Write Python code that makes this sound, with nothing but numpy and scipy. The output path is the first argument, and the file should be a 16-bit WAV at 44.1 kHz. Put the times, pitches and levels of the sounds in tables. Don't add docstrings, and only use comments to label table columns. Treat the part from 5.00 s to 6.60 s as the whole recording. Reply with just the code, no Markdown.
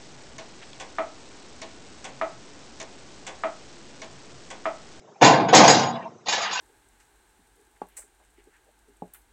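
import sys
import numpy as np
from scipy import signal
from scipy.fft import rfft, irfft
from scipy.io import wavfile
from scipy.ndimage import uniform_filter1d

SR = 44100
rng = np.random.default_rng(int(sys.argv[2]) if len(sys.argv) > 2 else 0)


def transcribe(signal):
    frames = np.atleast_2d(signal).T
    limited = np.clip(frames, -1, 1)
    pcm = np.round(limited * 32767).astype(np.int16)
    wavfile.write(sys.argv[1], SR, pcm)


N = 70560

# f/Hz, level/dB
STEEL_SPECTRUM = [(41, -59.5), (70, -33), (125, -12), (311, -4), (623, -10.5), (760, -2.5), (1410, -14),
                  (1550, -9.5), (4280, -15.5), (4730, -17), (6000, -18.5), (6620, -18.5), (8080, -35.5),
                  (10500, -70.5), (17800, -120)]
# f/Hz, t60/s
STEEL_DECAY = [(100, 0.7), (300, 0.15), (800, 0.43), (2000, 0.21), (4000, 0.23), (8000, 0.39)]
THUD_TOP_HZ, CLANG_TOP_HZ, CLATTER_TOP_HZ, EDGE_HZ = 458, 1110, 3210, 8200
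BRIGHT, THUD, CLANG, PLATE, CLATTER = 1, 2, 3, 4, 5
SPOTS = 4
EARLY_SAMPLES = 900


def amp(db):
    return 10 ** (np.asarray(db) / 20)


def unit_energy(x):
    return x / np.sqrt(np.sum(x ** 2) + 1e-20)


def curve_at(points, hz):
    knots_hz, values = np.transpose(points)
    return np.interp(np.log(hz + 1), np.log(knots_hz + 1), values)


def band(x, kind, hz, order=3):
    return signal.sosfilt(signal.butter(order, hz, kind, fs=SR, output="sos"), x)


def blend(base, added, db):
    return base + amp(db) * added * np.std(base[:EARLY_SAMPLES]) / np.std(added[:EARLY_SAMPLES])


def dying_noise(gain_db, decay):
    noise = irfft(rfft(rng.standard_normal(SR)) * amp(gain_db(np.fft.rfftfreq(SR, 1 / SR))))
    hz, t, spectra = signal.stft(noise, SR, nperseg=256)
    t60_s = curve_at(decay, hz)[:, None]
    return signal.istft(spectra * amp(-60 * t / t60_s), SR, nperseg=256)[1][:SR]


def modes(table, swell_s=0.004):
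    hz, db, t60_s = np.transpose(table)[:, :, None]
    t = np.arange(SR // 2) / SR
    sines = amp(db - 60 * t / t60_s) * np.sin(2 * np.pi * (hz * t + rng.random(hz.shape)))
    return np.r_[np.minimum(t / swell_s, 1) * sines.sum(0), np.zeros(SR - SR // 2)]


def ventilation(level_db=-40.5, patch_db=1.9):
    # f/Hz, level/dB
    air_spectrum = [(41, -62), (70, -36), (209, -12), (245, -21), (394, -4), (491, -10.5), (1460, -23),
                    (4360, -35), (6120, -26), (8080, -36), (10500, -57.5), (17800, -120)]
    hz, _, spectra = signal.stft(rng.standard_normal(N + 1024), SR, nperseg=1024)
    patches = uniform_filter1d(rng.standard_normal(spectra.shape), 8, axis=0)
    patches = uniform_filter1d(patches, 3, axis=1)
    gain_db = curve_at(air_spectrum, hz)[:, None] + patch_db * patches / patches.std()
    rush = signal.istft(spectra * amp(gain_db), SR, nperseg=1024)[1][:N]
    return amp(level_db) * rush / rush.std()


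def lone_modes():
    # t/s, f/Hz, level/dB, length/s
    tones = [(.158, 800, -38, .014), (.215, 300, -16, .05), (.245, 1010, -16, .09), (.53, 760, -14, .04),
             (.53, 320, -19, .08), (.80, 740, -29, .12), (.86, 235, -29, .14), (.93, 670, -32, .09),
             (.95, 5000, -48, .025), (.543, 3531, -22, .025), (.543, 4880, -22, .025),
             (.543, 4560, -25, .02), (.675, 4880, -23, .025), (.675, 6740, -22, .03),
             (.715, 4880, -27, .06), (.86, 6740, -38, .06), (.88, 4880, -46, .04), (.92, 3850, -46, .05),
             (.93, 3450, -45, .04), (.97, 975, -38, .05), (1.01, 1850, -42, .025), (1.02, 2700, -48, .05),
             (1.044, 660, -30, .036), (1.055, 935, -31, .027), (1.043, 320, -42, .03),
             (1.315, 940, -29, .03), (1.31, 330, -37, .04), (1.38, 475, -35, .03), (1.44, 2790, -36, .04),
             (1.57, 2790, -29, .022), (1.57, 2590, -31, .022), (1.53, 1000, -33, .06)]
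    out = np.zeros(N)
    for start_s, hz, db, length_s in tones:
        t = np.arange(round(length_s * SR)) / SR
        envelope = amp(db) * np.sqrt(np.sin(np.pi * t / length_s))
        out[round(start_s * SR):][:len(t)] += envelope * np.sin(2 * np.pi * hz * t)
    return out


def contacts(ring, column, spot, blunt=False, scatter_s=0.0073, rise_s=0.002, push_s=0.00031):
    # t/s, bright clatter/dB, thud/dB, clang/dB, plate ring/dB, low clatter/dB
    hits = [(0.2114, -35, -16.5, -11, -23, -19), (0.2164, -12, -13, 0.5, -18.5, -11),
            (0.2234, 2, -6.5, 1.5, -22.5, -7), (0.2444, -7, -26.5, -12, -7.5, -20.5),
            (0.264, -14, -24, -15, -36, -21), (0.2872, -16, -14, -14.5, -40, -25.5),
            (0.3274, -18.5, -13.5, -6.5, -31, -19.5), (0.3968, -53.5, -18, -12.5, -57.5, -26.5),
            (0.4373, -34, -21.5, -33, -43.5, -50.5), (0.4839, -36, -21.5, -14.5, -25.5, -20),
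            (0.5277, -4.5, -14.5, -1, -12, -16), (0.5324, -3.5, -11, -4.5, -45, -9),
            (0.5457, 2.5, -18.5, -5.5, -5.5, -17), (0.5602, 3, -38, -16.5, -12, -19),
            (0.5791, -13, -10, -32, -22, -15), (0.6024, -19, -9.5, 0, -18, -11.5),
            (0.6373, 0, -25, -8, -32, -16.5), (0.6764, -5, -12.5, -5.5, -7.5, -13),
            (0.6974, -4.5, -16, -13, -8.5, -18), (0.7435, -4.5, -14, -18, -17.5, -25),
            (0.7894, -15.5, -38, -13.5, -43, -23), (0.8294, -37, -24, -26, -28, -24),
            (0.8724, -45, -35, -24, -38.5, -36), (0.9502, -46, -60, -39.5, -46.5, -34.5),
            (1.0231, -77, -38, -56.5, -94, -40.5), (1.257, -22.5, -58, -25.5, -35.5, -61.5),
            (1.264, -16.5, -35.5, -32.5, -42, -29), (1.283, -8, -38, -18.5, -16.5, -28.5),
            (1.3224, -25, -40, -27, -18.5, -26), (1.3224, -9, -55, -18, -21.5, -23.5),
            (1.3544, -15, -48, -27, -46, -31), (1.3774, -25, -47, -19, -24, -26.5),
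            (1.4024, -46, -41, -28, -37, -25), (1.4134, -23, -50, -33, -24.5, -47),
            (1.4244, -15.5, -57, -27, -28, -26), (1.4484, -35, -44, -28.5, -27, -22.5),
            (1.4684, -37, -51, -34, -45, -29.5), (1.4884, -30, -54, -23, -61, -27),
            (1.5084, -14.5, -40, -32, -29, -26), (1.5289, -18, -60, -23, -21, -54),
            (1.5493, -38, -64, -43, -31, -28), (1.5694, -15, -66, -38, -28, -36),
            (1.5894, -12, -69, -26, -59, -25.5)]
    t = np.arange(1400) / SR
    noise = rng.standard_normal((len(hits), len(t)))
    if blunt:
        push = t * np.exp(-2 * t / push_s)
        forces = np.sign(noise[:, 9:10]) * push / push.sum()
    else:
        envelope = np.minimum(t / min(rise_s, scatter_s), 1) * np.exp(-t / scatter_s)
        forces = [unit_energy(knocks) for knocks in noise * envelope]
    drive = np.zeros(N + len(t))
    for hit, force in zip(hits[spot::SPOTS], forces[spot::SPOTS]):
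        drive[round(hit[0] * SR):][:len(t)] += amp(hit[column]) * force
    early_rms = np.sqrt(np.mean(ring[:EARLY_SAMPLES] ** 2))
    return signal.fftconvolve(drive[:N], ring / early_rms)[:N]


def frame_ring():
    # f/Hz, level/dB, t60/s
    frame_modes = [(138, -2.5, 0.37), (234.6, -4.5, 0.92), (313.3, 6, .3), (479, -8, 0.76),
                   (594, -16, 0.17), (676, 2.5, .5), (736.7, 4, 0.19), (808, 11.5, 0.1), (864, -4, 0.1),
                   (974, -4.5, 0.13), (1048, -6, 0.9)]
    return modes(frame_modes)


def small_ring(hz, spread_db=5.0, t60_ratio=1.27):
    db = curve_at(STEEL_SPECTRUM, hz) + spread_db * rng.standard_normal(len(hz))
    return modes(np.c_[hz, db, t60_ratio * curve_at(STEEL_DECAY, hz)])


def plate_ring(spread_db=3.0):
    # f/Hz, level/dB, t60/s
    plate_modes = [(1556, -6, .25), (1885, -7, .25), (2358, -9, .25), (2460, -5, .2), (2790, -8, .25),
                   (3090, -10, .25), (3531, -5, .12), (3919, -9, .2), (4188, -12, .2), (4549, -5, .12),
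                   (4581, -8, .12), (4880, 0, .2), (5281, -5, .22), (5750, -11, .2), (6261, -5, .14),
                   (6430, -7, .12), (6638, -8, .14), (6740, 0, .18), (6800, -4, .18), (7327, -7, .25),
                   (7779, -14, .2)]
    return modes(plate_modes + rng.standard_normal((len(plate_modes), 1)) * [0, spread_db, 0])


def bar_on_rack():
    out = np.zeros(N)
    frame = frame_ring()
    small_hz = rng.uniform(CLANG_TOP_HZ, EDGE_HZ, size=160)
    for spot in range(SPOTS):
        dense = dying_noise(lambda hz: curve_at(STEEL_SPECTRUM, hz), STEEL_DECAY)
        body = blend(dense, frame, db=-8.5)
        top = blend(band(dense, "high", CLANG_TOP_HZ), small_ring(small_hz), db=-4.5)
        out += amp(-4.5) * contacts(plate_ring(), PLATE, spot, scatter_s=0.00003)
        out += contacts(band(body, "low", THUD_TOP_HZ), THUD, spot, blunt=True)
        out += contacts(band(body, "band", [THUD_TOP_HZ, CLANG_TOP_HZ]), CLANG, spot, blunt=True)
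        out += contacts(band(top, "low", CLATTER_TOP_HZ), CLATTER, spot)
        out += amp(-13) * contacts(band(top, "high", CLATTER_TOP_HZ), BRIGHT, spot)
    return amp(-6) * out


def gym_reverb(x, level_db=-15, delay_samples=500):
    # f/Hz, t60/s
    gym_decay = [(200, .8), (1000, 0.87), (7000, 0.49)]
    tail = unit_energy(dying_noise(lambda hz: -hz / 1500, gym_decay))
    return amp(level_db) * signal.fftconvolve(x, np.r_[np.zeros(delay_samples), tail])[:N]


def suppressor(x, threshold_db=-37.5, floor_db=-16, steepness=0.53):
    # f/Hz, level/dB
    offsets = [(100, -24.5), (400, 5), (1000, -10), (2000, -15), (4000, -24.5), (8000, -7.5)]
    hz, _, spectra = signal.stft(x, SR, nperseg=512, noverlap=384)
    power = uniform_filter1d(uniform_filter1d(abs(spectra) ** 2, 5, axis=0), 5, axis=1)
    threshold = amp(threshold_db + curve_at(offsets, hz)[:, None]) ** 2
    gain = np.maximum((power / (power + threshold)) ** steepness, amp(floor_db))
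    return signal.istft(spectra * gain, SR, nperseg=512, noverlap=384)[1][:N]


def limiter(x, threshold_db=-9.5, release_db_per_s=153, slope=0.43):
    power_db = 10 * np.log10(abs(uniform_filter1d(x ** 2, size=300)) + 1e-12)
    release_db = np.arange(N) * release_db_per_s / SR
    held_db = np.maximum.accumulate(power_db + release_db) - release_db
    over_db = np.maximum(held_db - threshold_db, 0)
    return x / amp(slope * uniform_filter1d(over_db, size=100))


def scene():
    clanks = bar_on_rack()
    return np.array([clanks + gym_reverb(clanks) + lone_modes() + ventilation()])


def record(dry):
    x = band(dry[0], "high", hz=103.5, order=10)
    clipped = np.clip(limiter(suppressor(x)), -1, 1)
    lowpass = signal.firwin(511, EDGE_HZ, window=("kaiser", 9), fs=SR)
    return signal.oaconvolve(clipped, lowpass, "same")[None]


dry = scene()
out = record(dry)
transcribe(out)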